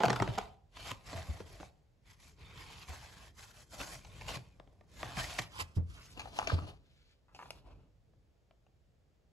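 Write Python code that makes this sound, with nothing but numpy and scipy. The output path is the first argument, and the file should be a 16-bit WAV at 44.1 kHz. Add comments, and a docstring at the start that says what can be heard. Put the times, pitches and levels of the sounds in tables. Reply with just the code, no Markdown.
"""Quiet, carpeted room: a stiff paper mailer is flexed open close by, slid over carpet, put down with a thud;
then a small cardboard box is picked up and turned in the fingers.
Buckling and taps: clusters of snaps through resonances, plus a bright crack. Rubbing: coloured noise
for hollow body, surface and fibres. Thumps: sagging sines with a dull puff. Behind: low flutter, still air, short tail."""
import sys
import numpy as np
from scipy import signal
from scipy.fft import rfft, irfft, next_fast_len
from scipy.io import wavfile
from scipy.ndimage import uniform_filter1d, map_coordinates

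SR = 44100
rng = np.random.default_rng(int(sys.argv[2]) if len(sys.argv) > 2 else 0)


def dump(signal):
    """Clip the signal to [-1, 1] and save it as 16-bit WAV at the path in sys.argv[1]."""
    limited = np.clip(np.atleast_2d(signal).T, -1, 1)
    pcm = np.round(limited * 32767).astype(np.int16)
    wavfile.write(sys.argv[1], SR, pcm)


N = 410994
T = np.arange(N) / SR
BOX_FROM_S = 6.1  # the hand leaves the mailer for the box


def amp(db):
    """Decibels to gain."""
    return 10 ** (np.asarray(db) / 20)


def unit(x):
    """Scaled to rms 1."""
    return x / np.sqrt(np.mean(x ** 2) + 1e-20)


def along(points, hz):
    """(Hz, value) points joined on a log frequency axis."""
    f, v = np.transpose(points)
    return np.interp(np.log(hz + 1), np.log(f + 1), v)


def wobble(rate_hz):
    """Smooth random curve with rate_hz knots a second."""
    knots = rng.standard_normal(int(N * rate_hz / SR) + 4)
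    t = np.arange(0, T[-1] + 1 / rate_hz, 1 / (8 * rate_hz))
    return np.interp(T, t, map_coordinates(knots, [t * rate_hz]))


def filtered(x, response):
    """x times a complex response of frequency."""
    n = x.shape[-1]
    m = 2 * next_fast_len(n // 2 + 2048)
    return irfft(rfft(x, m) * response(np.fft.rfftfreq(m, 1 / SR)), m)[..., :n]


def coloured(x, spectrum):
    """x through the minimum-phase filter with this spectrum."""
    def response(hz):
        cepstrum = irfft(np.log(amp(along(spectrum, hz))))
        cepstrum[1:len(hz) - 1] *= 2  # fold onto positive time
        cepstrum[len(hz):] = 0
        return np.exp(rfft(cepstrum))
    return filtered(x, response)


def rung(x, modes, stretch):
    """x through resonances scaled in frequency by stretch; paper damps what lies far above them."""
    damping_hz = 5070

    def response(f):
        total = 0
        for k, (hz, width_hz, db) in enumerate(modes):
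            damped = 1j * f * width_hz
            total = total + (-1) ** k * amp(db) * damped / ((hz * stretch) ** 2 - f * f + damped)
        return total / (1 + 1j * f / damping_hz) ** 2
    return filtered(x, response)


def stereo(pair, side_db):
    """Two unrelated signals as middle and side."""
    side = amp(side_db) * pair[1]
    return np.array([pair[0] + side, pair[0] - side]) / np.hypot(1, amp(side_db))


def add(track, s, sound):
    """Mix a sound in at time s."""
    part = track[:, max(0, round(s * SR)):][:, :sound.shape[-1]]
    part += sound[..., :part.shape[-1]]


def friction(spectrum, side_db, grain_db, patchy_db, slip_rate_hz=900):
    """Countless slips of uneven size, as noise of drifting colour; stereo, rms 1."""
    standing_share = 1.1
    slips = rng.standard_normal((2, N)) * amp(grain_db * wobble(slip_rate_hz))
    z = signal.stft(slips, nperseg=1024)[2]
    drift = rng.standard_normal(z.shape[1:])
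    drift = uniform_filter1d(uniform_filter1d(drift, size=4, axis=0), size=6, axis=1)
    standing = standing_share * rng.standard_normal((len(drift), 1))  # fine resonances that stay put
    patchy = z * amp(patchy_db * (unit(drift) + standing))
    pair = signal.istft(patchy, nperseg=1024)[1][:, :N]
    return unit(stereo(coloured(pair, spectrum), side_db))


def background(hollow):
    """Uneven low flutter of sheet and hands, growing with the hollow rubbing, over the room's still air."""
    # spectral density of the flutter: f/Hz, level/dB
    flutter_spectrum = [(25, -24.5), (45, 2.5), (120, -4), (260, -16.5), (450, -18.5), (900, -45),
                        (4000, -99.5)]
    # spectral density of the still air: f/Hz, level/dB
    air_spectrum = [(20, -17), (50, 3), (130, -10), (330, -15.5), (550, -11.5), (1000, -22.5),
                    (8000, -32.5), (15000, -43.5)]
    rest_db, handling_db, firm_db = -70, -52, -50.5  # handling_db: added flutter when hollow is at firm_db
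    growth_db_per_db, smoothing_s = 0.43, 0.04
    effort = (hollow / amp(firm_db)) ** growth_db_per_db
    effort = np.abs(uniform_filter1d(effort, size=1 + int(smoothing_s * SR)))
    sway = np.hypot(amp(rest_db), amp(handling_db) * effort) * amp(1.2 * wobble(5))
    flutter = sway * friction(flutter_spectrum, side_db=-11, grain_db=1.4, patchy_db=1.2)
    air = coloured(rng.standard_normal((2, N)), air_spectrum)
    return flutter + amp(-75.5) * unit(stereo(air, side_db=-3.5))


def room(x):
    """Short, soft tail of the furnished room: decaying noise, 5 ms late."""
    # decay time: f/Hz, t60/s
    decay = [(700, 0.5), (3000, 0.13), (12000, 0.17)]
    hz, t, z = signal.stft(rng.standard_normal((2, SR // 2)), SR, nperseg=256)
    fading = z * amp(-60 * t / along(decay, hz)[:, None])
    tail = signal.istft(fading, SR, nperseg=256)[1]
    tail = np.pad(stereo(tail, side_db=-5), ((0, 0), (SR // 200, 0)))
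    return signal.fftconvolve(x.mean(0)[None], tail / np.linalg.norm(tail[0]), axes=1)[:, :N]


def thumps(attack_s, dull_db):
    """Cushioned pushes: a few low cycles of sagging pitch and a dull puff around the final pitch."""
    # a wall flaps or something lands on the floor: t/s, level/dB ahead of the envelope, final pitch f/Hz
    pushes = [(0.054, -22.5, 124), (.11, -27.5, 125), (0.203, -24.5, 110.1), (.279, -24.5, 112.9),
              (0.907, -37, 106), (1.145, -32, 85.7), (1.283, -27, 68.4), (1.4, -39, 87.4), (2.886, -32, 70),
              (4.358, -36.5, 124.4), (5.033, -38.5, 120), (5.169, -32, 127.5), (5.392, -36, 110.3),
              (5.611, -37.5, 82.4), (5.763, -17.5, 84.1), (5.885, -37.5, 58), (6.523, -18, 86.2),
              (6.612, -33, 95)]
    t60_s, shudder_db, shudder_t60_s = 0.16, -26, 0.38  # a weak shudder outlasts each push
    sharp_share, sag_s = 1.3, 0.0061  # starts this share above its pitch; sag time constant
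    track, t = np.zeros((2, N)), np.arange(SR // 3) / SR
    decay = amp(-60 * t / t60_s) + amp(shudder_db - 60 * t / shudder_t60_s)
    shape = decay * (1 - np.exp(-(t / attack_s) ** 2))
    sagging = t + sharp_share * sag_s * (1 - np.exp(-t / sag_s))
    for s, db, hz in pushes:
        noise = rng.standard_normal((2, len(t)))
        puff = filtered(noise, lambda f: (f / hz) ** 2 / (1 + (f / hz) ** 4))
        puff = amp(dull_db) * unit(stereo(puff, side_db=-3.5))
        add(track, s, amp(db) * shape * (np.sin(2 * np.pi * hz * sagging) + puff))
    return track


def snaps(t, length_s, after_db, count):
    """A first snap and the ever smaller ones it sets off within the given length."""
    train = np.zeros(len(t))
    train[0] = 1
    place = (np.arange(count) + rng.random(count)) / count
    sizes = amp(after_db - 1.5 * place) * rng.standard_normal(count)
    np.add.at(train, (place * min(length_s, t[-1]) * SR).astype(int), sizes)
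    return train


def flurry(t60_s):
    """A dense, dying run of tiny pulses, energy 1."""
    t = np.arange(int(t60_s * SR)) / SR
    pulses = rng.standard_normal(len(t)) * amp(-60 * t / t60_s)
    return pulses[None] / np.linalg.norm(pulses)


def strikes(events, modes, edge, after_db, scatter_db, side_db, taut):
    """Snap clusters, scattered by the stiff sheet, ring a body and crack; if taut, tension shifts the crack too."""
    scatter_t60_s, spray_t60_s = .017, .007
    track, t = np.zeros((2, N)), np.arange(SR // 16) / SR
    for s, body_db, edge_db, length_s, stretch in events:
        train = snaps(t, length_s, after_db, count=1 + int(length_s * 500))
        scatter = rng.standard_normal((2, len(t))) * amp(-60 * t / scatter_t60_s)
        scatter *= amp(scatter_db) / np.linalg.norm(scatter[0])
        scatter[0, 0] += 1  # direct path
        force = signal.fftconvolve(scatter, train[None], axes=1)[:, :len(t)]
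        force = stereo(force, side_db)
        body = unit(rung(force, modes, stretch))

        # a crack is a brief spray of breaking fibres, duller when gentler
        spray = signal.fftconvolve(force, flurry(spray_t60_s), axes=1)[:, :len(t)]
        colour = [(hz * stretch if taut else hz, db) for hz, db in edge]
        corner_hz = 13000 * np.exp((edge_db + 39.5) / 24)
        crack = filtered(coloured(spray, colour),
                         lambda f: 1 / (1 + 1.4j * f / corner_hz - (f / corner_hz) ** 2))

        spread = np.sqrt(length_s / t[-1])  # levels refer to the cluster's length
        add(track, s, spread * (amp(body_db) * body + amp(edge_db) * unit(crack)))
    return track


def box_taps():
    """Fingers knock and catch on the box: its body rings and its card clicks."""
    # taps: knocks on the face ring low, fingers scraping along the box ring higher: t/s, body level/dB, click
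    # level/dB, length/s, factor on the resonances
    taps = [(6.175, -46.5, -48, 0.0039, 0.56), (6.195, -49.5, -47, 0.029, 1.33),
            (6.257, -44.5, -73.5, 0.0054, 1.03), (6.273, -48.5, -75, 0.0087, 1.0),
            (6.3888, -23.5, -31.5, 0.0019, 1.11), (6.3962, -31, -47, 0.0015, 1.65),
            (6.408, -43, -58, 0.0024, 1), (6.4165, -37, -56.5, 0.002, 1.36),
            (6.427, -38, -50, 0.0039, 1.05), (6.473, -32.5, -31, 0.0038, 0.88),
            (6.498, -32.5, -48.5, 0.0059, 1.72), (6.52, -35.5, -53.5, 0.0043, 0.7),
            (6.589, -39, -67, 0.0025, 1.4), (7.283, -72, -87.5, 0.05, 1.47), (7.348, -60, -59, 0.026, 1.06),
            (7.391, -51, -63, 0.042, 1.4), (7.457, -54, -66, 0.006, 1.2), (7.506, -45, -40, 0.0038, 1.03),
            (8.135, -70.5, -94, 0.005, 0.91), (8.51, -62.5, -73.5, 0.0057, 0.93),
            (8.666, -67.5, -78, 0.0058, 0.91)]
    # box resonances: f/Hz at factor 1, width/Hz, level/dB
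    box_modes = [(695, 210, 3), (960, 184, -2), (1160, 211, -8)]
    # spectral density of the click: f/Hz, level/dB
    click = [(500, -14.5), (1700, -17.5), (2700, 12.5), (3500, -6), (4500, -2), (6500, 1), (15000, -26)]
    return strikes(taps, box_modes, click, after_db=-6.0, scatter_db=-11, side_db=-5, taut=False)


def contact():
    """Gains of rasp, hollow body and hiss: strokes set in, swell or sag, and let go; scuffs are short swells."""
    # the hand slides paper, then card, over carpet and skin: t/s, length/s, rasp level/dB at mid-stroke,
    # swell start to end/dB, hollow body over rasp/dB, fibre hiss over rasp/dB
    strokes = [(0.029, 0.33, -53.5, -5.5, 4.5, -7.5), (0.393, 0.15, -64, -24, 0, -8.5),
               (0.766, .14, -52, 11.5, -6, -6.5), (1.076, 0.34, -56.5, -8, -1.5, -4.5),
               (1.47, 0.19, -63, 0, -3.5, -2.5), (2.079, 0.054, -64.5, -0.5, -12, -3.5),
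               (2.207, 0.093, -65.5, 2.5, -8.5, 0), (2.398, 0.17, -62.5, 5, -2, -9),
               (2.576, 0.26, -56.5, -1.5, -7, -6.5), (2.889, 0.39, -58.5, -6, -6, -3.5),
               (3.391, 0.12, -60.5, -7, -9, 0), (3.542, 0.078, -64, 3.5, -7, 1.5),
               (3.735, .23, -57.5, 2.5, -1, 3), (4.013, 0.29, -61.5, 12, -2.5, -4),
               (4.292, 0.075, -48, -4, -2, -5.5), (4.435, 0.44, -87, -0.5, 8.5, -2),
               (4.898, 0.11, -67, 14.5, -3, -0.5), (5.012, 0.17, -54, 1.5, -2, -5.5),
               (5.187, 0.25, -49, -3.5, -6, -2.5), (5.521, 0.089, -56.5, 9, -3, -1.5),
               (5.903, 0.23, -66.5, -0.5, -4, 2.5), (6.176, 0.389, -65, -7, 4.5, -3.5),
               (6.361, 0.093, -56.5, -3.5, 2, -0.5), (6.478, 0.069, -47.5, 0.5, 0, -10),
               (6.583, 0.16, -70, -13.5, 11, -2.5), (6.848, 0.286, -76.5, 7, -40, -9),
               (7.365, 0.23, -70.5, -2, 3, -0.5), (7.666, 0.21, -86.5, -18, 15.5, -0.5)]
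    # an edge catches: t/s, peak rasp level/dB, hollow body over rasp/dB, fibre hiss over rasp/dB, rise/s
    scuffs = [(1.18, -51.5, 1, -6, 0.016), (2.908, -59, 2, -6, 0.014), (3.814, -49, -1.5, -1, 0.016),
              (5.185, -41.5, -3.5, -7.5, 0.013), (5.39, -34.5, -6.5, -7, 0.0034),
              (5.604, -42.5, -1.5, 1.5, 0.0082), (5.765, -63.5, -8, 4, 0.0068), (5.972, -63, 3, -18, 0.013),
              (6.68, -55, 5, -6.5, 0.0091)]
    grab_db_per_s, release_db_per_s = 477, 354.5
    settle_db, settle_db_per_s = -13.5, 88  # faint rustle after each stroke
    fall_over_rise = 1.8
    t = T[::32]
    power = np.zeros((3, len(t)))
    for s, length_s, db, swell_db, hollow_db, hiss_db in strokes:
        before, after = np.maximum(s - t, 0), np.maximum(t - s - length_s, 0)
        hold = db + swell_db * (np.clip((t - s) / length_s, 0, 1) - .5)
        release = np.maximum(-release_db_per_s * after, settle_db - settle_db_per_s * after)
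        gain = amp(hold - grab_db_per_s * before + release)
        power += np.outer(amp([0, hollow_db, hiss_db]), gain) ** 2
    for s, db, hollow_db, hiss_db, rise_s in scuffs:
        width_s = np.where(t < s, rise_s, fall_over_rise * rise_s)
        swell = amp(db) * np.exp(-((t - s) / width_s) ** 2 / 2)
        power += np.outer(amp([0, hollow_db, hiss_db]), swell) ** 2
    return [np.interp(T, t, gain) for gain in np.sqrt(power)]


def catches(rate_hz):
    """Single fibres catch and let go: sparse pinpoint snaps, rms 1."""
    return unit(rng.standard_normal(N) * (rng.random(N) < rate_hz / SR))


def flexed(x, factors):
    """Bending slides a colour up and down: x is read at a varying, wavering speed."""
    factor = np.interp(T, *np.transpose(factors)) * np.exp(.06 * wobble(12))
    place = np.cumsum(factor) % (N - 1)
    return np.array([np.interp(place, np.arange(N), side) for side in x])


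def rubbing(rasp, hollow, hiss):
    """Sliding excites a hollow body, its surface and its fibres together: first the mailer, then the box."""
    # spectral densities of mailer body, box body, paper rasp, card rasp, fibre hiss: f/Hz, level/dB
    mailer_body = [(120, -18.5), (300, -4), (460, -1.5), (680, 6.5), (900, -1), (1400, -6.5), (2400, -24),
                   (6000, -64)]
    box_body = [(120, -12), (280, 4), (470, -3), (700, 2), (930, -3), (1250, -2), (1900, -21.5),
                (2700, -7.5), (6000, -52)]
    paper_rasp = [(400, -21), (1100, 0.5), (1500, -2), (2300, 0.5), (3900, -0.5), (4800, -4), (7000, -25.5),
                  (16000, -71.5)]
    card_rasp = [(700, -25.5), (1400, -2), (4200, 1.5), (5400, -6.5), (9000, -30)]
    fibre_hiss = [(2000, -30.5), (4800, -2.5), (7500, -1.5), (10000, -5.5), (12500, -13), (15000, -27.5)]
    # the sheet's resonance: f/Hz at factor 1, width/Hz, level/dB
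    sheet_mode = [(2000, 380, 0)]
    # the hollow is pitched higher when pressed flat: t/s, factor on its spectrum
    flatten = [(0.298, 1.11), (1.601, 1.0), (2.6, 1.4), (3.1, 1.08), (3.8, 0.92), (5.3, 1.0), (5.6, 1.75),
               (6.041, 1.94)]
    # the sheet sings higher the more it is bent: t/s, factor on its resonance
    bend = [(0.88, 1.45), (1.15, 0.95), (2.62, 1.08), (2.8, 1.4), (2.95, 0.85), (3.8, 0.7), (4.08, 1.2),
            (4.3, 1.25), (5.2, 0.75), (5.3, 1.4)]
    catch_db, sheet_db = -8, -4.5  # over the smooth slips; over the plain rasp
    on_mailer = T < BOX_FROM_S

    mailer = friction(mailer_body, side_db=-10.0, grain_db=2.5, patchy_db=3.0, slip_rate_hz=410)
    box = friction(box_body, side_db=-7.5, grain_db=1.5, patchy_db=2, slip_rate_hz=150)
    body = np.where(on_mailer, flexed(mailer, flatten), box)

    paper = friction(paper_rasp, side_db=-5, grain_db=2.8, patchy_db=3.3)
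    paper = unit(paper + amp(catch_db) * unit(coloured(catches(rate_hz=220), paper_rasp)))
    singing = unit(flexed(rung(paper, sheet_mode, 1), bend))
    paper = unit(paper + amp(sheet_db) * singing)
    card = friction(card_rasp, side_db=-6, grain_db=2, patchy_db=2)
    surface = np.where(on_mailer, paper, card)

    fibres = friction(fibre_hiss, side_db=-6, grain_db=2.2, patchy_db=2.8)
    grip = amp(1.4 * wobble(70))  # the contact tightens and loosens
    return grip * (hollow * body + rasp * surface + hiss * fibres)


def creases(rasp, hollow, count):
    """Rows like the crinkles', at random moments: denser and stronger the harder the mailer is rubbed."""
    body_db, edge_db, spread_db, length_s = 3, 1, 3.5, .0015  # body and crackle over the rubbing
    place, size, tension = rng.random(count), rng.standard_normal(count), rng.standard_normal(count)
    strain = np.cumsum(hollow * (T < BOX_FROM_S))
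    at = np.searchsorted(strain, (np.arange(count) + place) / count * strain[-1])

    def level_db(gain):
        return 20 * np.log10(gain[at] + 1e-9) + spread_db * size
    return np.column_stack([at / SR, level_db(hollow) + body_db, level_db(rasp) + edge_db,
                            np.full(count, length_s), 1.15 * np.exp(0.25 * tension)])


def mailer_crinkles(rasp, hollow):
    """The mailer's walls buckle and tiny creases give way: the hollow rings and the paper crackles."""
    # buckling: t/s, body level/dB, crackle level/dB, length/s, tension as a factor on the resonances
    crinkles = [(0.004, -32, -53, 0.02, 1.05), (0.0348, -17.5, -34, 0.0017, 1.19),
                (0.04, -17.5, -41.5, 0.0012, 0.97), (0.0445, -23, -45, 0.006, 0.98),
                (0.0535, -35, -35, 0.0051, 1.55), (0.0595, -26, -36.5, 0.0031, 1.1),
                (0.0828, -26, -35.5, 0.0027, 0.86), (0.098, -27.5, -41, 0.0058, 0.98),
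                (0.103, -27.5, -32, 0.0059, 1), (0.13, -29.5, -37.5, 0.0039, 1.15),
                (0.16, -39, -45, 0.014, 1.7), (0.2005, -25.5, -40, 0.0022, 0.95),
                (0.222, -24, -39.5, 0.0059, 1.06), (0.2765, -29.5, -35.5, 0.00099, 0.92),
                (0.377, -34, -54, 0.0062, 1.15), (0.382, -27, -36.5, 0.0055, 1.1),
                (0.769, -46.5, -50.5, 0.0037, 1.42), (0.911, -38, -40.5, 0.0054, 1.44),
                (1.13, -46, -53, 0.021, 0.83), (1.403, -38.5, -60, 0.0051, 0.61),
                (1.601, -45.5, -73.5, 0.009, 0.474), (1.6295, -42, -68.5, 0.0026, 0.98),
                (3.802, -44.5, -46, 0.016, 0.8), (4.048, -57.5, -55, 0.0076, 1.14),
                (4.211, -52.5, -50, 0.01, 1.12), (4.283, -64, -43.5, 0.0073, 1.24),
                (4.599, -43.5, -57.5, 0.0015, 0.9), (4.675, -57.5, -75, 0.0037, 1.03),
                (4.81, -55, -81, 0.0032, 0.88), (5.0305, -26.5, -52, 0.0009, 0.88),
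                (5.389, -35, -34.5, 0.0054, 0.94)]
    # mailer resonances: f/Hz at factor 1, width/Hz, level/dB
    mailer_modes = [(184, 34, 2), (380, 58, 1.5), (454, 68, -2.5), (690, 265, 4), (840, 180, 4.5),
                    (1090, 200, -5.5), (1337, 100, -1.5), (2087, 1000, -16)]
    # spectral density of the crackle: f/Hz at factor 1, level/dB
    crackle = [(500, -20), (1300, -2), (2000, 9), (3200, -1), (5000, -4.5), (9000, -13), (14000, -42.5)]
    events = [*crinkles, *creases(rasp, hollow, count=110)]
    return strikes(events, mailer_modes, crackle, after_db=-4.0, scatter_db=-6, side_db=-5.5, taut=True)


def placed(x):
    """The port nearer to the hand hears it earlier and louder."""
    # the mailer leaves to the right, the box comes in from the left: t/s, lead of the left port/ms
    bearing = [(5.42, 0), (5.58, -.25), (5.95, -.2), (6.15, 0.18), (6.55, .21), (7.4, .09), (8.2, 0.02)]
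    near_db_per_ms = 15  # level difference between the ports
    lead_ms = np.interp(T, *np.transpose(bearing))
    shift = lead_ms * SR / 1000  # samples
    return np.array([amp(half * near_db_per_ms * lead_ms) * map_coordinates(side, [np.arange(N) + half * shift])
                     for side, half in zip(x, (.5, -.5))])


def scene():
    """Mailer and box close by, with the room behind them."""
    rasp, hollow, hiss = contact()
    hits = mailer_crinkles(rasp, hollow) + box_taps()
    rub = rubbing(rasp, hollow, hiss)
    low = thumps(attack_s=.01, dull_db=-9)
    tail = room(amp(-13) * hits + amp(-22.0) * rub + amp(-17.0) * low)
    return placed(hits + rub) + low + tail + background(hollow)


def record(dry):
    """Two microphone ports: narrower image and out-of-step phase in the treble, nothing above the band limit."""
    # phase between the ports: f/Hz, lead of the left/rad
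    port_phase = [(700, .15), (2000, -.3), (6500, .2), (7400, -.5), (9000, -3.1), (12300, -7.2),
                  (14500, -12.3)]
    top_hz = 15700
    mid = dry.mean(0)
    side = filtered(dry[0] - mid, lambda hz: amp(along([(5200, 1), (7600, -19.5)], hz)))  # f/Hz, gain/dB

    def ports(hz):
        return np.exp(.5j * np.outer([1, -1], along(port_phase, hz))) * (hz < top_hz)
    return filtered(np.array([mid + side, mid - side]), ports)


dry = scene()
out = record(dry)
dump(out)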